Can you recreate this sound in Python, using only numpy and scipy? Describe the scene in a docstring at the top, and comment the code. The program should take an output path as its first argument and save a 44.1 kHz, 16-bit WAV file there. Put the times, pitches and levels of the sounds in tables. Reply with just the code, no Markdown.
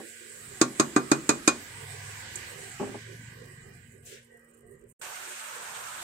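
"""Spatula raps on a full pot

A wooden spatula raps six times on the metal rim (decaying modes, noise tail), close to a hand-held phone.
The pot hisses and gurgles (flickering noise bands, bubble bursts); an appliance hums (sines),
low traffic passes (noise) and a slow engine throbs past outside (multiples of its firing rate).
The hiss fades, all sound drops out for a moment, then a louder, steady frying hiss (noise) sets in.
"""
import sys
import numpy as np
from scipy import signal
from scipy.fft import rfft, irfft, next_fast_len
from scipy.io import wavfile
from scipy.ndimage import uniform_filter1d, minimum_filter1d

SR = 44100
rng = np.random.default_rng(int(sys.argv[2]) if len(sys.argv) > 2 else 0)


def attenuation_scalar(level_db):
    """Turn a level in dB into a linear amplitude multiplier (20 dB per decade)."""
    decades = np.asarray(level_db, float) / 20
    return 10 ** decades


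def master(y):
    """Save y as 16-bit WAV."""
    cut = np.clip(np.atleast_2d(y).T, -1, 1)
    pcm = np.round(cut * 32767)  # scale
    wavfile.write(sys.argv[1], SR, pcm.astype(np.int16))


N = 265914
T = np.arange(N) / SR
SILENT_S, BACK_S, FRY_S = 4.929, 4.991, 5.014  # drop-out start and end, frying start

# likeness of the two ports: (frequency [Hz], likeness [0-1])
PORT_LIKENESS = [(40, 0.9), (300, 0.92), (640, 0.2), (1300, 0)]

# boil dying away: (time [s], level change [dB]); each range takes its own share
DYING = [(2.4, 6), (2.9, -1), (3.4, -4.5), (3.8, -8.5), (4.0, -12.5), (4.55, -14.5), (4.93, -20.5)]
# steam colour: (frequency [Hz], density [dB per Hz])
SIMMER_COLOUR = [(1250, -16), (1400, -3), (1620, 1.5), (1800, -2), (1980, 2.5), (2200, -1.5), (2660, -12.5),
                 (3050, -6.5), (3460, -8.5), (6080, -10.5), (7930, 2.5), (10300, -13), (15800, -16.5)]
# steam position as the phone turns: (time [s], left minus right [dB])
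SIMMER_PAN = [(0, -6), (2.5, -4), (4.0, -9.5), (4.9, 0)]
# deep bubbles: (middle of burst [s], level [dB], frequency [Hz])
DEEP_BUBBLES = [(0.033, -52.5, 340), (0.538, -59, 414), (1.819, -56, 460), (2.381, -55, 370),
                (2.6, -53.5, 402), (3.12, -52.5, 390), (3.41, -56, 495), (3.51, -59.5, 385),
                (3.68, -58, 403), (3.976, -59, 409), (4.125, -58.5, 423), (4.325, -62, 490),
                (4.651, -59.5, 434), (4.72, -55, 390), (4.84, -58, 400), (5.57, -57, 477), (5.8, -58, 500)]

# appliance hum before the drop-out: (frequency [Hz], level [dB rms])
HUM = [(234.5, -67), (469.5, -75.5)]
# far traffic colour: (frequency [Hz], density [dB per Hz])
TRAFFIC_COLOUR = [(20, -18.5), (50, -11.5), (80, -9), (125, -1), (200, -11.5), (300, -16)]
# far traffic going by: (start [s], hold [s], level [dB])
TRAFFIC = [(0.486, 3.56, -57.5), (4.69, 0.27, -61), (5.703, .4, -65)]

# dull bumps as something is put down and settles: (time [s], level [dB], dullness [dB per octave])
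BUMPS = [(0.001, -36.5, -0.5), (2.798, -30, -4), (2.811, -23, 3.5), (2.828, -29.5, -4), (2.847, -39, -2),
         (2.87, -30.5, 4), (2.892, -36, 3), (2.916, -39.5, 1), (2.943, -30.5, -1.5)]
# hollow board modes: (frequency [Hz], level [dB], t60 [s])
BOARD_MODES = [(218, -14, 0.29), (258, -9, 0.17), (355, -10.5, 0.091), (398.4, -5, 0.15), (597, -13.5, 0.1),
               (798, -7.5, 0.067), (1090, -19.5, 0.083)]

# raps: (time [s], blow [dB], rim tone [dB], clink [dB])
RAPS = [(0.612, -15.5, -40, -2.5), (0.796, -15.5, -41.5, -4), (0.961, -13.5, -37.5, -11.5),
        (1.114, -14, -33.5, -5.5), (1.29, -16.5, -33, -2.5), (1.475, -18, -26, -0.5)]
# pot body modes: (frequency [Hz], level [dB], t60 [s])
BODY_MODES = [(137.3, -16.5, 0.3), (238, -12.5, 0.24), (310.5, 7, 0.055), (342, 2, 0.033),
              (390, -7.5, 0.13), (570, -13.5, 0.076), (716, -13, 0.08)]
# spatula blade modes: (frequency [Hz], level [dB], t60 [s])
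BLADE_MODES = [(888, -14, 0.06), (1054, -5.5, 0.15), (1124, -0.5, 0.13), (1190, -2.5, 0.12),
               (1366, 0.5, 0.075), (1407, -1.5, 0.092), (1517, -3.5, 0.093), (1960, -9.5, 0.074)]
# rim modes: (frequency [Hz], level [dB], t60 [s])
RIM_MODES = [(2450, -3, 0.093), (2463, 7.5, 0.13)]
# clear wall modes: (frequency [Hz], level [dB], t60 [s])
CLINK_MODES = [(4480, -8, 0.043), (4760, 3.5, 0.041), (6610, 3.5, 0.051), (7000, -4.5, 0.05),
               (7940, -2, .04), (8170, -2.5, 0.085)]
# colour of the dense upper wall modes: (frequency [Hz], density [dB per Hz])
WALL_COLOUR = [(700, 2), (1390, 6), (1810, 2.5), (2490, -8.5), (3090, -21), (3900, -11), (5800, -13.5),
               (6600, -3), (8400, -9), (9200, -22), (11500, -22.5), (15800, -41)]
# ring time of the dense wall modes: (frequency [Hz], t60 [s])
WALL_T60 = [(500, 0.17), (7000, 0.065), (14000, 0.051)]
# kitchen tail decay: (frequency [Hz], t60 [s])
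ROOM_T60 = [(100, 0.49), (300, 0.46), (1800, 0.94), (14000, 0.1)]
# kitchen tail gain: (frequency [Hz], gain [dB])
ROOM_GAIN = [(100, -9.5), (300, -7.5), (1500, -29.5), (7000, -22)]
# colour of the low kitchen tail: (frequency [Hz], density [dB per Hz])
ROOM_LOW_COLOUR = [(100, -16.5), (140, -15.5), (240, -7), (400, -4.5), (500, -19.5)]

# engine firing rate: (time [s], rate [Hz])
ENGINE_RATE = [(1.6, 19), (2.2, 20.7), (3.0, 22.3), (3.3, 23.3), (3.7, 23.6), (3.8, 22.6), (3.92, 20.3),
               (4.2, 20)]
# engine level: (time [s], level [dB])
ENGINE_LEVEL = [(1.5, -70), (1.72, -54.5), (1.9, -51), (2.7, -55.5), (3.1, -52), (3.7, -52.5),
                (4.05, -57.5), (4.2, -82)]
# multiples 4 to 8 of the firing rate: one column, level [dB]
FIRING_DB = [-5, 1.5, -6.5, -5, -16]
# how the room passes low tones: (frequency [Hz], gain [dB])
ROOM_RESONANCES = [(75, -7.5), (98, 0.5), (106, 1.5), (118, 1), (128, -7.5), (141, 6), (152, -4),
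                   (165, 2.5), (185, -4)]

# bursting drops of fat: (time [s], level [dB], brightest frequency [Hz])
SPIT = [(2.357, -32, 7750), (4.814, -66.5, 8500)]
# steam wheeze bands: (centre [Hz], width [Hz], level [dB])
WHEEZE_BANDS = [(1600, 160, -7.5), (1904, 230, 0.5)]
# wheeze swells: (middle [s], level [dB])
WHEEZE_SWELLS = [(4.36, -62), (4.45, -66.5), (4.66, -66.5), (4.79, -68)]
# swish colour: (frequency [Hz], density [dB per Hz])
SWISH_COLOUR = [(1400, -3), (2800, -3), (5000, -8.5), (7600, -0.5), (11000, -10), (15800, -11.5)]
# frying colour: (frequency [Hz], density [dB per Hz])
FRY_COLOUR = [(600, -6), (790, -58), (880, -5), (1000, -17.5), (1530, -0.5), (1950, -7.5), (2390, -7),
              (5010, -15), (7300, -8.5), (8600, -6), (9600, -17), (12000, -20.5), (13600, -16.5),
              (14600, -22), (15800, -31)]
# frying position: (frequency [Hz], left minus right [dB])
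FRY_PAN = [(700, -17), (1290, -4), (15000, -1.5)]


def read(table, hz):
    """Value of a (Hz, value) table, straight on a log axis."""
    f, v = np.transpose(table)
    return np.interp(np.log(hz), np.log(f), v)


def curve(table):
    """Value of a (s, value) table at every sample."""
    s, v = np.transpose(table)
    return np.interp(T, s, v)


def unit(x):
    """Scaled to rms 1."""
    return x / np.sqrt(np.mean(x ** 2))


def walk(rate_hz):
    """Random levels held 1 / rate_hz and smoothed twice; rms 1."""
    k = int(SR / rate_hz)
    steps = np.repeat(rng.standard_normal(N // k + 1), k)
    return unit(uniform_filter1d(uniform_filter1d(steps, k), k)[:N])


def pan(left_minus_right_db):
    """Left and right gains."""
    half_db = left_minus_right_db / 2
    return attenuation_scalar(np.array([half_db, -half_db])).reshape(2, -1)


def noise(lo_hz, hi_hz, colour, size=N):
    """Band of coloured noise, alike at both ports in the bass; power follows colour and width."""
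    n = next_fast_len(size)
    f = np.fft.rfftfreq(n, 1 / SR) + 1e-3
    mid, side = rfft(rng.standard_normal((2, n)))
    like = np.clip(read(PORT_LIKENESS, f), 0, 1)
    both = np.sqrt((1 + like) / 2) * mid + np.sqrt((1 - like) / 2) * side * np.array([[1], [-1]])
    edges = 1 / np.sqrt((1 + (lo_hz / f) ** 24) * (1 + (f / hi_hz) ** 24) * (1 + (f / 15750) ** 200))
    return irfft(both * edges * attenuation_scalar(read(colour, f)), n)[:, :size]


def hiss(lo_hz, hi_hz, colour, flicker_db, rate_hz, count):
    """Neighbouring noise bands that each flicker alone; rms 1."""
    e = np.geomspace(lo_hz, hi_hz, count + 1)
    return unit(sum(noise(a, b, colour) * attenuation_scalar(flicker_db * walk(rate_hz)) for a, b in zip(e, e[1:])))


def fade(t, t60_s):
    """Decay by 60 dB in t60_s."""
    return np.exp(-np.log(1000) * t / t60_s)


def add(out, s, x):
    """Mix a short sound in at s."""
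    i = int(s * SR)
    out[:, i:i + x.shape[1]] += x[:, :N - i]


def ring(modes, t, scatter_db, spread_rad, detune):
    """Decaying modes struck at a new spot; random phases set the ports apart, detune is a fraction."""
    hz, db, t60 = np.transpose(modes)[:, :, None]
    size, tune, turn = rng.standard_normal((3, len(modes), 1))
    phase = 2 * np.pi * hz * (1 + detune * tune) * t + np.pi
    gain = attenuation_scalar(db + scatter_db * size) * fade(t, t60)
    return np.array([np.sum(gain * np.sin(phase + side * spread_rad * turn), 0) for side in (1, -1)])


def swell(start_s, hold_s, db, rise_db_per_s, fall_db_per_s):
    """Gain that climbs to db, holds and sinks."""
    before_s = np.clip(start_s - T, 0, None)
    after_s = np.clip(T - start_s - hold_s, 0, None)
    return attenuation_scalar(db - rise_db_per_s * before_s - fall_db_per_s * after_s)


def boil(db, build_db, exponent, dying_share, lag_s=0):
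    """Gain of one range of the boil: builds to 2.804 s (high exponent = early), plus a share of DYING."""
    missing = np.clip(1 - T / 2.804, 0, 1) ** exponent
    return attenuation_scalar(db - build_db * missing + dying_share * np.interp(T - lag_s, *np.transpose(DYING)))


def simmer():
    """Steam and fine sizzle: four ranges of flickering noise that follow the boil."""
    low = boil(-49, 14, 0.43, 1.39) * hiss(1410, 2040, SIMMER_COLOUR, 0.94, 11, count=4)
    middle = boil(-51.5, 14, 0.44, 1.36) * hiss(2374, 2896, SIMMER_COLOUR, 1.1, 18, count=3)
    upper = boil(-52, 15.5, 0.35, 1.87) * hiss(3100, 6540, SIMMER_COLOUR, 1.4, 18, count=4)
    # the finest sizzle does not build up, and dies later
    high = boil(-55, 0, 1, 1.09, lag_s=0.19) * hiss(6520, 17000, SIMMER_COLOUR, 2.7, 24.86, count=5)
    return (low + middle + upper + high) * pan(curve(SIMMER_PAN)) * (T < FRY_S)


def gurgle():
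    """Deep bubbles in thick sauce, near the right port: short hollow noise bursts over a low burble."""
    out, t = np.zeros((2, N)), T[:SR // 5]
    middle_s = t.mean()
    shape = np.exp(-((t - middle_s) / 0.044) ** 2)
    for s, db, hz in DEEP_BUBBLES:
        colour = [(0.75 * hz, -14), (hz, 0), (1.114 * hz, -14)]
        burst = unit(noise(354, 540, colour, size=len(t))) * shape
        cut = max(int((middle_s - s) * SR), 0)  # samples that would fall before the start
        add(out, s - middle_s + (cut + 0.5) / SR, attenuation_scalar(db) * burst[:, cut:])
    burble = hiss(344, 562, [(320, -1.5), (620, -5.5)], 5.4, 14, count=3)
    burble_gain = attenuation_scalar(-65 + 0.32 * curve(DYING) * (T < FRY_S))
    return (out * attenuation_scalar(1.1 * walk(44)) + burble_gain * burble) * pan(-14)


def light_bubbles():
    """Lighter bubbling: flickering noise that follows the boil, then holds steady under the frying."""
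    colour = [(700, 4), (830, -10), (1050, -5), (1300, -1.5)]
    bubbles = hiss(767, 1347, colour, 5.7, 6.6, count=5)
    gain = np.where(T < FRY_S, boil(-62.5, 34, 7.5, 1.25) + attenuation_scalar(-83), attenuation_scalar(-51))
    return gain * bubbles * pan(-9)


def hum():
    """Appliance hum: wavering sines, and a third multiple that swells at a steady beat."""
    tones = sum(np.sqrt(2) * attenuation_scalar(db + walk(4.9)) * np.sin(2 * np.pi * hz * T + 0.2 * walk(1))
                for hz, db in HUM)
    throb_s, period_s, sharpness = 4.06, 0.303, 6.1
    throb = np.exp(sharpness * (np.cos(2 * np.pi * (T - throb_s) / period_s) - 1))
    tones = tones + attenuation_scalar(-68.5) * throb * np.sin(3 * 2 * np.pi * HUM[0][0] * T)
    return tones * attenuation_scalar(-4.5 * (T > BACK_S))  # fainter after the drop-out


def traffic():
    """Far traffic: low noise that swells and fades at one rate over a faint floor."""
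    passing = attenuation_scalar(-79.5) + sum(swell(*row, rise_db_per_s=68, fall_db_per_s=68) for row in TRAFFIC)
    return passing * hiss(20, 300, TRAFFIC_COLOUR, 2.5, 8, count=4)


def crackle():
    """Tiny ticks of fat: random impulses of uneven size, each a decaying fizz."""
    mean_per_s, spread_db = 110, 3
    ticks = (rng.random(N) < mean_per_s / SR) * attenuation_scalar(spread_db * rng.standard_normal(N))
    ticks = signal.fftconvolve(ticks, fade(T[:SR // 10], 0.03))[:N]
    fizz = unit(noise(6500, 15800, [(6500, -12), (8500, 3), (10300, -8.5), (15800, -14)]))
    return attenuation_scalar(-68.5) * ticks * fizz * pan(-16.5)


def bumps():
    """Soft contacts: a few cycles of hollow board modes and a dull noise scuff."""
    out, t = np.zeros((2, N)), T[:SR // 4]
    soft = 1 - np.exp(-t / 0.0008)
    for s, db, dull_db in BUMPS:
        modes = [(hz, d - dull_db * np.log2(hz / 300), t60) for hz, d, t60 in BOARD_MODES]
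        board = ring(modes, t, 2.5, 0.4, 0.03)
        scuff = unit(noise(165, 1275, [(300, -12.5), (1250, -25)], size=len(t))) * fade(t, 0.14)
        add(out, s, attenuation_scalar(db) * (board + 0.45 * attenuation_scalar(-dull_db) * scuff) * soft)
    return out


def wall_and_room(t, blow_db, blade_db, clink_db, treble_pan_db):
    """Dense wall modes and the longer kitchen tail, as decaying noise bands."""
    out = np.zeros((2, len(t)))
    clink = (1 - np.exp(-t / 0.0014)) * (1 + 2 * fade(t, 0.019))  # a short crack leads the ring
    edges = np.geomspace(100, 16000, 12)
    for lo, hi in zip(edges, edges[1:]):
        hz = np.sqrt(lo * hi)
        tail = attenuation_scalar(read(ROOM_GAIN, hz)) * fade(t, read(ROOM_T60, hz)) * (1 - np.exp(-t / 0.0071))
        if hz < 500:
            out += attenuation_scalar(blow_db + 17) * tail * noise(lo, hi, ROOM_LOW_COLOUR, size=len(t))
        else:
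            wall_db = clink_db if hz > 3000 else blade_db + 5.5  # under the clink the blade sets the level
            decay = clink * fade(t, read(WALL_T60, hz)) + tail
            band = noise(lo, hi, WALL_COLOUR, size=len(t)) * pan(treble_pan_db * (5500 < hz < 1e4))
            out += attenuation_scalar(wall_db) * decay * band
    return out


def raps():
    """Each blow rings body, blade, rim and wall; the kitchen answers with a longer tail."""
    out, t = np.zeros((2, N)), T[:SR // 2]
    body_lag_s = 0.001  # the loaded pot yields a moment after the contact
    late = np.clip(t - body_lag_s, 0, None)
    touch = 1 - np.exp(-t / 0.0022)
    treble_pan_db = -2.5  # the brightest part favours the right port
    for s, blow_db, rim_db, clink_db in RAPS:
        blade_db = -22.5 + 2 * (s - RAPS[0][0])  # lands flatter as the raps go on
        body = attenuation_scalar(blow_db) * ring(BODY_MODES, late, 1.5, 0.26, 0.03) * (t > body_lag_s)
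        blade = attenuation_scalar(blade_db) * ring(BLADE_MODES, t, 2, 1, 0.006)
        rim = attenuation_scalar(rim_db) * ring(RIM_MODES, t, 0, 0.2, 0.0011)
        clink = attenuation_scalar(clink_db - 22.5) * ring(CLINK_MODES, t, 2.9, 0.8, 0.0035) * pan(treble_pan_db)
        blow = (body + blade + rim + clink) * touch
        blow = blow + wall_and_room(t, blow_db, blade_db, clink_db, treble_pan_db)
        add(out, s + 0.0011, blow * pan(-0.88))  # each blow starts 1.1 ms after its table time
    # keep the raps free of rumble below 135 Hz
    return signal.sosfilt(signal.butter(4, 135, "high", fs=SR, output="sos"), out)


def engine():
    """Multiples of the firing rate; room resonances lift each one as it glides through them."""
    hz = curve(ENGINE_RATE)
    turn = 2 * np.pi * np.cumsum(hz) / SR
    tones = 0
    for k, db in zip(range(4, 9), FIRING_DB):
        gain = attenuation_scalar(db + read(ROOM_RESONANCES, k * hz) + 2.8 * walk(3.7))
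        tones = tones + gain * np.sin(k * turn + 0.14 * walk(5.4))
    return attenuation_scalar(curve(ENGINE_LEVEL)) * unit(tones)


def spit():
    """A drop of fat bursts: a bright noise pop with a short fizz."""
    out, t = np.zeros((2, N)), T[:SR // 10]
    for s, db, hz in SPIT:
        fizz = unit(noise(5900, 9200, [(5500, -8), (hz, 0), (10500, -9)], size=len(t)))
        add(out, s, attenuation_scalar(db) * fizz * (fade(t, 0.041) + 0.3 * fade(t, 0.081)) * pan(-6.5))
    return out


def wheeze():
    """Thin, fluttering steam: two narrow noise bands in swells as the boil dies."""
    swells = sum(attenuation_scalar(db) * np.exp(-((T - s) / 0.067) ** 2) for s, db in WHEEZE_SWELLS)
    # one long stretch comes first
    swells = swells + swell(start_s=3.3, hold_s=0.32, db=-59.5, rise_db_per_s=40, fall_db_per_s=61)
    bands = 0
    for hz, width_hz, db in WHEEZE_BANDS:
        colour = [(hz - width_hz, -20), (hz, 0), (hz + width_hz, -20)]
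        band = unit(noise(hz - width_hz / 2, hz + width_hz / 2, colour))
        bands = bands + attenuation_scalar(db + 2.7 * walk(24.95)) * band
    return swells * bands * pan(-2.5)


def swish():
    """A soft brush of air or cloth: noise bands, the lower ones later and longer, so it ends dull."""
    out = 0
    e = np.geomspace(1480, 15700, 6)
    for a, b in zip(e, e[1:]):
        octaves_down = np.log2(e[-1] / b)
        gain = swell(4.055 + 0.008 * octaves_down, 0.05 + 0.022 * octaves_down, db=-48.5,
                     rise_db_per_s=830, fall_db_per_s=163)
        out = out + gain * attenuation_scalar(1.3 * walk(41)) * noise(a, b, SWISH_COLOUR)
    return out / np.std(noise(e[0], e[-1], SWISH_COLOUR))


def fry():
    """Dense, even frying hiss that is there at once: gently flickering noise bands."""
    bands = 0
    e = np.geomspace(600, 15800, 9)
    for a, b in zip(e, e[1:]):
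        flicker = attenuation_scalar(0.5 * walk(8.8) + 1.2 * walk(60))
        bands = bands + noise(a, b, FRY_COLOUR) * pan(read(FRY_PAN, np.sqrt(a * b))) * flicker
    return attenuation_scalar(-41) * unit(bands) * (T > FRY_S)


def suppress(x):
    """Above the bass each frequency loses a share of its quiet level; hiss breaks into streaks."""
    f, s, z = signal.stft(x, SR, nperseg=2048)
    power = uniform_filter1d(np.abs(z) ** 2, size=3, axis=2) + 1e-18
    quiet = minimum_filter1d(uniform_filter1d(power, size=70, axis=1), size=11, axis=2)
    learnt = np.clip((s - 2.9) / 0.8, 0, 1)  # from 2.9 s, over 0.8 s
    share = 0.27 + (0.85 - 0.27) * learnt
    share = share * (f[:, None] > 1250) * (s < BACK_S)  # off after the drop-out
    gain = np.sqrt(np.clip(1 - share * quiet / power, 0.02, 1))
    return signal.istft(z * gain, SR)[1][:, :N]


def scene():
    """All sources, with the short drop-out before the frying."""
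    out = simmer() + gurgle() + light_bubbles() + hum() + traffic() + crackle() + bumps()
    out = out + raps() + engine() + spit() + wheeze() + swish()
    on = np.interp(T, [SILENT_S - 0.004, SILENT_S, BACK_S, BACK_S + 0.008], [1, 0, 0, 1])
    return out * on + fry()


def roll_off(x):
    """The treble ends steeply here."""
    return signal.sosfilt(signal.butter(12, 16480, fs=SR, output="sos"), x)


def record(dry):
    """The phone thins steady noise."""
    mix = suppress(dry)
    return roll_off(mix)


dry = scene()
out = record(dry)
master(out)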